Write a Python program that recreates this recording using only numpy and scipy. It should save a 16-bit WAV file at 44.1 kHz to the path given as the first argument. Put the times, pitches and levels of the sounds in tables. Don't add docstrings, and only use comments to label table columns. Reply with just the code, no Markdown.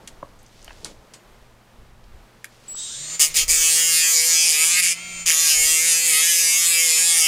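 import sys
import numpy as np
from scipy import signal
from scipy.fft import rfft, irfft
from scipy.io import wavfile
from scipy.ndimage import uniform_filter1d, map_coordinates

SR = 44100
rng = np.random.default_rng(int(sys.argv[2]) if len(sys.argv) > 2 else 0)


def generate_wav(signal):
    frames = np.transpose(np.atleast_2d(signal))
    scaled = np.clip(frames, -1, 1) * 32767
    pcm = np.round(scaled).astype(np.int16)
    wavfile.write(sys.argv[1], SR, pcm)


N = 320607
TIME = np.arange(N) / SR
SWITCH_ON_S, FREE_SPEED_HZ = 2.715, 166.5

# (low edge [Hz], high edge [Hz])
BANDS = [(1400, 4100), (3900, 10000), (9700, 16000)]
BAND_GAINS = [1.0, -.6, -1.0]
# (time [s], level re hiss [dB])
DISC_SIZZLE = [(3.2, -13), (3.6, -13), (4.1, -18), (4.5, -32), (4.9, -22), (5.3, -34)]
def grinding(turns, shaft_hz):
    hiss_db, ring_db, top_db, repeat = contact(shaft_hz)
    steel = steel_response(grit_force(turns, repeat) * bounce(turns, repeat, hiss_db))
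    ring, hiss, top = (undb(db) * even_out(band(band(steel, lo, hi), lo, hi))
                       for (lo, hi), db in zip(BANDS, BAND_GAINS))
    sizzle = even_out(band(steel, 14350, 14850)) * undb(curves(DISC_SIZZLE)[0])
    bright = undb(hiss_db) * (hiss + sizzle) + undb(ring_db) * ring + undb(top_db) * top
    return bright + growl(turns, shaft_hz, steel, hiss_db)


def grit_force(turns, repeat, wear_turns=7.44, rim_points=256):
    loose = level(signal.lfilter(*signal.butter(1, 3300, "high", fs=SR), noise()), -3.5)
    roughness = rng.standard_normal((1000, rim_points))
    for _ in range(2):
        roughness = signal.lfilter([1], [1, -np.exp(-1 / wear_turns)], roughness, axis=0)
    rim = level(map_coordinates(roughness[200:].ravel(), [turns * rim_points], order=3))
    return np.sqrt(repeat) * rim + np.sqrt(1 - repeat) * loose


def bounce(turns, repeat, hiss_db, skip_below_db=-23):
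    spots = np.cos(2 * np.pi * turns + 2.13 * walk(5))
    spots += .67 * np.cos(4 * np.pi * turns + 1.87 * walk(5))
    skipping = .1 * np.maximum(skip_below_db - hiss_db, 0) * (hiss_db > -60)
    depth = np.clip(.2 + .45 * (1 - repeat) + skipping, 0, 3)
    gain = np.exp(depth * spots)
    return gain / np.sqrt(uniform_filter1d(gain ** 2, 800))


# (frequency [Hz], gain [dB])
STEEL_SPECTRUM = [(530, -63.5), (900, -15), (1290, -9.5), (1410, -25.5), (1620, -13), (1880, -13),
                  (2220, -11), (4050, -11.5), (4860, -2.5), (5550, -1), (7060, 5.5), (12000, -2),
                  (16000, -19.5)]
# (frequency [Hz], width [Hz], added peak re broad response [dB])
STEEL_MODES = [(2262, 260, 0), (2593, 360, -4), (5020, 250, -4), (6920, 430, -6), (9250, 240, -6),
               (15660, 280, -13)]
def steel_response(force, shift_db=3.2):
    ringing = colour(force, STEEL_SPECTRUM, STEEL_MODES)
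    centres_hz = 1000 * 2 ** np.arange(0, 4.1, 1 / 3)
    thirds = (band(ringing, hz * 2 ** (-1 / 6), hz * 2 ** (1 / 6)) for hz in centres_hz)
    return sum((-1) ** k * third * undb(shift_db * walk(14)) for k, third in enumerate(thirds))


# (multiple of shaft speed, relative level [dB])
GROWL_ORDERS = [(2, -9), (3, 0), (4, -8), (5, -3), (6, -8), (7, -11), (8, -4)]
def growl(turns, shaft_hz, steel, hiss_db):
    firmness_db = hiss_db + 27
    growl_db = -49 + .2 * firmness_db + np.minimum(firmness_db, 0)
    growl_db -= .4 * np.maximum(shaft_hz - 165, 0)
    return undb(growl_db) * (orders(turns, GROWL_ORDERS, 4) + level(band(steel, 770, 1400), -5))


# (time [s], entry re bite [dB], bite level [dB], rise [s], time to fade 10 dB [s],
# low ring re bite [dB], lift time [s])
DISC_TOUCHES = [(3.195, -6, -11, .018, .045, -11, 3.29), (3.341, -14, -15, .03, .06, -7, 3.44),
                (3.476, -15, -14, .024, .05, -13, 4.803), (4.82, -6, -17.5, .016, .13, -5, 4.93),
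                (5.258, -7, -14, .03, .045, -6.5, 7.4)]
# (time [s], hiss level [dB], low ring re hiss [dB], top re hiss [dB])
LONG_PASSES = [
    [(3.53, -17, -10, -9), (3.6, -18, -13, -10), (3.628, -17, -8, -10), (3.876, -18, -10, -9),
     (4.014, -18, -6, -8), (4.158, -16, -13, -11), (4.23, -19, -8, -9), (4.266, -17, -13, -8),
     (4.318, -17, -9, -13), (4.476, -16, -10, -13), (4.582, -21, -4, -5), (4.624, -17, -6, -10),
     (4.68, -17, -10, -9), (4.74, -20, -5, -10), (4.79, -18, -2, -5)],
    [(5.33, -19, -4, -5), (5.35, -19, -10, -9), (5.518, -16, -8, -7), (5.562, -17, -10, -11),
     (5.674, -18, -7, -7), (5.702, -16, -9, -9), (5.826, -20, -7, -7), (5.928, -16, -10, -10),
     (6.004, -20, -9, -7), (6.162, -19, -4, -3), (6.518, -18, -9, -8), (6.762, -19, -5, -5),
     (7.058, -17, -10, -10), (7.236, -17, -8, -7), (7.27, -21, -2, -3)],
]
def contact(shaft_hz, lift_db_per_s=750):
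    hiss_db, ring_re_hiss, top_re_hiss = curves(np.concatenate(LONG_PASSES))
    held_db = np.array([hiss_db, hiss_db + ring_re_hiss, hiss_db + top_re_hiss])
    starts = [int(touch[0] * SR) for touch in DISC_TOUCHES]
    held_db[:, :starts[2]] = held_db[:, starts[3]:starts[4]] = -99
    bands_db, contact_age = np.full((3, N), -99.), np.zeros(N)
    for start, entry_db, bite_db, rise, fade, ring_db, lift in DISC_TOUCHES:
        span = slice(int(start * SR), min(int((lift + .15) * SR), N))
        age = np.arange(span.stop - span.start) / SR
        fall_db = 10 * (np.maximum(age - rise, 0) / fade) ** 1.5
        bite = bite_db + np.array([-fall_db, ring_db - .8 * fall_db, -12 - .8 * fall_db])
        attack_db = entry_db * np.maximum(1 - age / rise, 0)
        release_db = lift_db_per_s * np.maximum(age + start - lift, 0)
        bands_db[:, span] = np.maximum(bite, held_db[:, span]) + attack_db - release_db
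        contact_age[span] = age
    return *bands_db, repeating_share(shaft_hz, contact_age)


def repeating_share(shaft_hz, contact_age, fresh=.45, bedded=.97, bed_in_s=.09):
    hz_per_s = uniform_filter1d(np.gradient(shaft_hz) * SR * (contact_age > 0), int(.06 * SR))
    slip = .001 * np.abs(hz_per_s) + .003 * np.maximum(-hz_per_s, 0)
    return np.clip(bedded - (bedded - fresh) * np.exp(-contact_age / bed_in_s) - slip, .1, 1)


# (time [s], rotation rate [Hz])
LOADED_SPEED = [(3.22, 154.1), (3.3, 156.7), (3.34, 164.2), (3.39, 157.8), (3.44, 158.7), (3.48, 166.8),
                (3.52, 161.6), (3.77, 163.0), (3.81, 165.4), (4.13, 163.9), (4.19, 159.5), (4.3, 167.6),
                (4.36, 163.3), (4.47, 167.7), (4.54, 150.3), (4.78, 181.1), (4.92, 170.8), (4.99, 173.9),
                (5.02, 180.4), (5.25, 173.9), (5.33, 159.6), (5.44, 164.3), (5.52, 156.9), (5.63, 155.7),
                (5.69, 161.5), (5.78, 161.0), (5.88, 168.1), (5.95, 164.2), (6.05, 168.6), (6.14, 156.3),
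                (6.29, 172.3), (6.47, 165.4), (6.63, 170.9), (6.77, 164.8), (6.83, 167.1), (6.95, 160.1),
                (7.07, 170.0), (7.19, 164.8), (7.22, 158.0), (7.27, 157.9)]
def shaft_speed(run_up_s=.115, soft_start_s=.045):
    age = np.maximum(TIME - SWITCH_ON_S, 0)
    lag = run_up_s * np.exp(-age / run_up_s) - soft_start_s * np.exp(-age / soft_start_s)
    free_hz = FREE_SPEED_HZ * (1 - lag / (run_up_s - soft_start_s))
    loaded_hz = curves(LOADED_SPEED)[0] * (1 + .0015 * walk(20))
    return np.where(TIME < DISC_TOUCHES[0][0], free_hz, loaded_hz)


# (time [s], gear noise [dB], lower sideband [dB], upper sideband [dB])
MOTOR_LEVELS = [(2.682, -75, -44, -42), (2.79, -58, -39, -33.5), (2.9, -53, -40, -40.5),
                (3.15, -35.5, -32, -40), (3.33, -34, -42, -48), (4.9, -33.5, -44, -50),
                (5.02, -42, -42, -44), (5.25, -39, -35, -44)]
def motor(turns, shaft_hz):
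    silence = (MOTOR_LEVELS[0][0] - .003, -99, -99, -99)
    gear_db, lower_db, upper_db = curves([silence, *MOTOR_LEVELS])
    return (switching_tone(turns, lower_db, upper_db) + fan() + gear_whirr(gear_db)
            + bearings(turns, shaft_hz) + full_speed_tones(turns, shaft_hz))


def switching_tone(turns, lower_db, upper_db, switch_hz=7762, pole_pairs=4):
    carrier, field = switch_hz * TIME, pole_pairs * turns
    whine = tone(carrier - field, lower_db + walk(30)) + tone(carrier + field, upper_db + walk(30))
    whine += tone(carrier, lower_db - 17) + tone(carrier - 2 * field, lower_db - 8)
    octave_db = lower_db - 18 - 70 * np.maximum(TIME - MOTOR_LEVELS[0][0], 0)
    return whine + tone(2 * carrier - field, octave_db) + tone(2 * carrier + field, octave_db)


# (frequency [Hz], gain [dB])
FAN_SPECTRUM = [(880, -54), (1500, -22), (2270, -26), (3780, -4.5), (4210, -13.5), (6430, -8), (7140, -7),
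                (8410, -14), (11000, -31), (15000, -42)]
def fan(rise_s=.05, hold_s=.15, fall_db_per_s=55):
    age = TIME - SWITCH_ON_S - .03
    fan_db = np.maximum(-35 - fall_db_per_s * np.maximum(age - rise_s - hold_s, 0), -55)
    onset = np.clip(age / rise_s, 1e-3, 1)
    return level(colour(noise(), FAN_SPECTRUM, [(3790, 75, 3)]), fan_db) * onset


# (frequency [Hz], gain [dB])
GEAR_SPECTRUM = [(180, -57), (300, -10.5), (453, -14.5), (1640, -11.5), (2100, -3), (3400, -7.5),
                 (5850, -6.5), (7140, -2.5), (7500, -30), (8700, -13), (15500, -27)]
def gear_whirr(gear_db):
    return level(colour(noise(), GEAR_SPECTRUM), gear_db)


# (multiple of shaft speed, relative level [dB])
FULL_SPEED_ORDERS = [(4, -16), (7.7, -6.5), (12, -0.5), (13, 0), (13.75, -2.5), (14.3, -4), (15.3, -0.5),
                     (17.85, -4), (25.5, -6)]
def full_speed_tones(turns, shaft_hz, full_hz=168):
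    return orders(turns, FULL_SPEED_ORDERS, 1.9) * undb(-39 + 1.8 * np.minimum(shaft_hz - full_hz, 0))


# (multiple of shaft speed, relative level [dB])
BEARING_ORDERS = [(4, -5), (8, -5), (12, 1), (13, -3), (27.9, 2), (31.5, -2), (39.5, 1), (55, -5)]
def bearings(turns, shaft_hz, fade_db_per_s=55):
    casing = [(500, -8), (2500, -8), (3700, 0), (7000, -3)]  # (frequency [Hz], gain [dB])
    speed_gain = (shaft_hz / FREE_SPEED_HZ + 1e-3) ** 2.5
    fade_db = fade_db_per_s * np.maximum(TIME - DISC_TOUCHES[0][0], 0)
    return level(colour(orders(turns, BEARING_ORDERS, 3), casing), -42.5 - fade_db) * speed_gain


def unbalance(turns, shaft_hz, loudness, full_hz=146):
    db = -55 + 1.2 * np.minimum(shaft_hz - full_hz, 0) + 4.5 * (1 - loudness)
    return tone(turns, db + 3 * walk(10))


# (time [s], peak [dB], low edge [Hz], high edge [Hz], T60 [s], metal ring re peak [dB])
HANDLING_CLICKS = [(0.075, -25, 1470, 10200, 0.059, -45), (0.228, -21.5, 120, 910, 0.017, -60),
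                   (.39, -48, 5500, 9000, 0.15, -60), (.43, -44, 7000, 12900, 0.014, -60),
                   (0.463, -40.5, 4500, 8000, .03, -50), (.617, -42, 4530, 7000, 0.013, -60),
                   (.627, -40, 4840, 9000, 0.018, -60), (.645, -30.5, 4900, 13000, .015, -60),
                   (.679, -28.5, 500, 3580, 0.017, -60), (.695, -33.5, 600, 3500, 0.017, -60),
                   (.707, -29, 490, 2440, .025, -60), (.83, -41.5, 80, 500, 0.37, -60),
                   (.846, -17.5, 3540, 9500, 0.013, -25), (.852, -26.5, 400, 9000, 0.12, -60),
                   (1.137, -32.5, 1170, 10000, 0.11, -14), (2.04, -45, 1990, 6500, .03, -60),
                   (2.443, -23.5, 1400, 3000, 0.029, -59), (2.444, -22.5, 3000, 14000, 0.019, -62.5),
                   (2.453, -35, 1500, 12000, .04, -60), (2.747, -35, 790, 1290, 0.012, -58)]
# (frequency [Hz], relative level [dB], T60 [s])
METAL_MODES = [(5400, -14, .08), (6020, -10, .12), (6966, -4, .17), (8048, 0, .17)]
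def clicks():
    t = np.arange(8192) / SR
    out = np.zeros(N + len(t))
    ring = sum(undb(db) * np.sin(2 * np.pi * hz * t) * decay(t, t60) for hz, db, t60 in METAL_MODES)
    for start, peak_db, lo_hz, hi_hz, t60, ring_db in HANDLING_CLICKS:
        burst = noise(len(t)) * decay(t, t60)
        crack = band(band(burst, lo_hz, hi_hz), lo_hz, hi_hz)
        click = crack / np.abs(crack).max() + undb(ring_db) * ring
        out[int(start * SR):][:len(t)] += undb(peak_db) * click
    return out[:N]


# (time [s], rustle level [dB], low rubbing level [dB])
GLOVE_LEVELS = [(0.0, -63, -54.5), (0.36, -67, -61), (0.53, -56.5, -60), (0.78, -54.5, -54),
                (0.89, -50, -49.5), (0.98, -63.5, -56.5), (1.67, -78, -67), (2.29, -75, -68),
                (2.51, -60.5, -64.5), (2.73, -50, -56), (2.75, -52, -58)]
def gloves():
    grains = noise() * undb(2.8 * rng.exponential(1, N))
    rustle_db, rub_db = curves([*GLOVE_LEVELS, (3, -80, -80)])
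    rustle = level(band(grains, 650, 6200), rustle_db + 1.5 * walk(25.06))
    return rustle + level(band(grains, 130, 850), rub_db + 2.5 * walk(28))


# (start [s], duration [s], level [dB])
AIR_GUSTS = [(0, 1.05, -52), (1.2, .45, -52), (1.7, .6, -47), (2.3, .9, -58), (2.68, .15, -47),
             (3.2, .55, -42), (3.75, .6, -55), (5.0, .5, -56), (5.5, .38, -44), (5.9, .5, -58)]
def gusts(calm_db=-64., rise_s=.08, flutter_db=3.5):
    db = np.full(N, calm_db)
    for start, length, top_db in AIR_GUSTS:
        swell = np.clip(np.minimum(TIME - start, start + length - TIME) / rise_s, 0, 1)
        db = np.maximum(db, calm_db + (top_db - calm_db) * swell)
    return level(band(noise(), 7.6, 44), db + flutter_db * walk(9))


# (frequency [Hz], gain [dB])
SHOP_SPECTRUM = [(29, -19), (50, -13.5), (167, -8), (234, -3.5), (284, -16.5), (337, -8.5), (905, -11),
                 (1120, -12), (4900, -24.5), (14900, -34), (16000, -42)]
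# (frequency [Hz], level [dB])
MACHINE_HUM = [(118.6, -61.5), (120.6, -79.5), (238, -74.5)]
def shop():
    floor = level(colour(noise(), SHOP_SPECTRUM), -54.5 + 1.6 * walk(4.77))
    return floor + sum(tone(hz * TIME, db) for hz, db in MACHINE_HUM)


def undb(db):
    return 10 ** (np.asarray(db) / 20)


def level(x, db=0):
    return x * undb(db) / np.sqrt(np.mean(x ** 2))


def even_out(x, window_s=.13):
    return x / np.sqrt(uniform_filter1d(x ** 2, int(window_s * SR)) + 1e-9)


def noise(samples=N):
    return rng.standard_normal(samples)


def tone(cycles, db):
    return np.sqrt(2) * undb(db) * np.sin(2 * np.pi * cycles)


def orders(turns, table, flicker_db):
    return level(sum(undb(db + flicker_db * walk(9)) * np.sin(2 * np.pi * (k * turns + rng.random()))
                     for k, db in table))


def decay(t, t60):
    return np.exp(-np.log(1000) * t / t60)


def curves(table):
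    times, *columns = np.transpose(table)
    return [np.interp(TIME, times, column) for column in columns]


def walk(rate_hz):
    hold = int(SR / rate_hz)
    steps = np.repeat(noise(N // hold + 1), hold)
    return .94 * uniform_filter1d(uniform_filter1d(steps, hold), hold)[:N]


def band(x, lo_hz, hi_hz):
    return signal.sosfilt(signal.butter(2, [lo_hz, hi_hz], "band", fs=SR, output="sos"), x)


def colour(x, spectrum, modes=()):
    hz = np.linspace(1, SR / 2, 1025)
    points_hz, points_db = np.transpose(spectrum)
    gain = undb(np.interp(np.log(hz), np.log(points_hz), points_db))
    for centre, width, db in modes:
        gain *= 1 + undb(db) / (1 + (2 * (hz - centre) / width) ** 2)
    cepstrum = irfft(np.log(gain))
    cepstrum[1:1024] *= 2
    cepstrum[1025:] = 0
    return signal.fftconvolve(x, irfft(np.exp(rfft(cepstrum))))[:N]


def convolve(x, response, db):
    return signal.fftconvolve(x, undb(db) * response / np.sqrt(np.sum(response ** 2)))[:N]


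def scene():
    shaft_hz = shaft_speed()
    turns = np.cumsum(shaft_hz) / SR
    grind = grinding(turns, shaft_hz)
    loudness = np.clip(20 * uniform_filter1d(np.abs(grind), int(.089 * SR)), 0, 1)
    dip = undb(-8 * loudness)
    direct = grind + unbalance(turns, shaft_hz, loudness) + motor(turns, shaft_hz) * dip
    direct += clicks() + gloves()
    t = np.arange(SR // 2) / SR
    tail, spread = rng.standard_normal((2, len(t))) * decay(t, t60=.2)
    air = gusts()
    mid = direct + convolve(direct, tail, -13) + shop() * dip
    side = convolve(mid, spread ** 3, -40) + undb(-28) * np.roll(air, 900)
    return np.array([mid + air + side, mid + air - side])


def record(dry, top_hz=15800):
    soft = np.tanh(1.1 * dry) / 1.1
    return signal.sosfilt(signal.ellip(10, .2, 70, top_hz, fs=SR, output="sos"), soft)


dry = scene()
out = record(dry)
generate_wav(out)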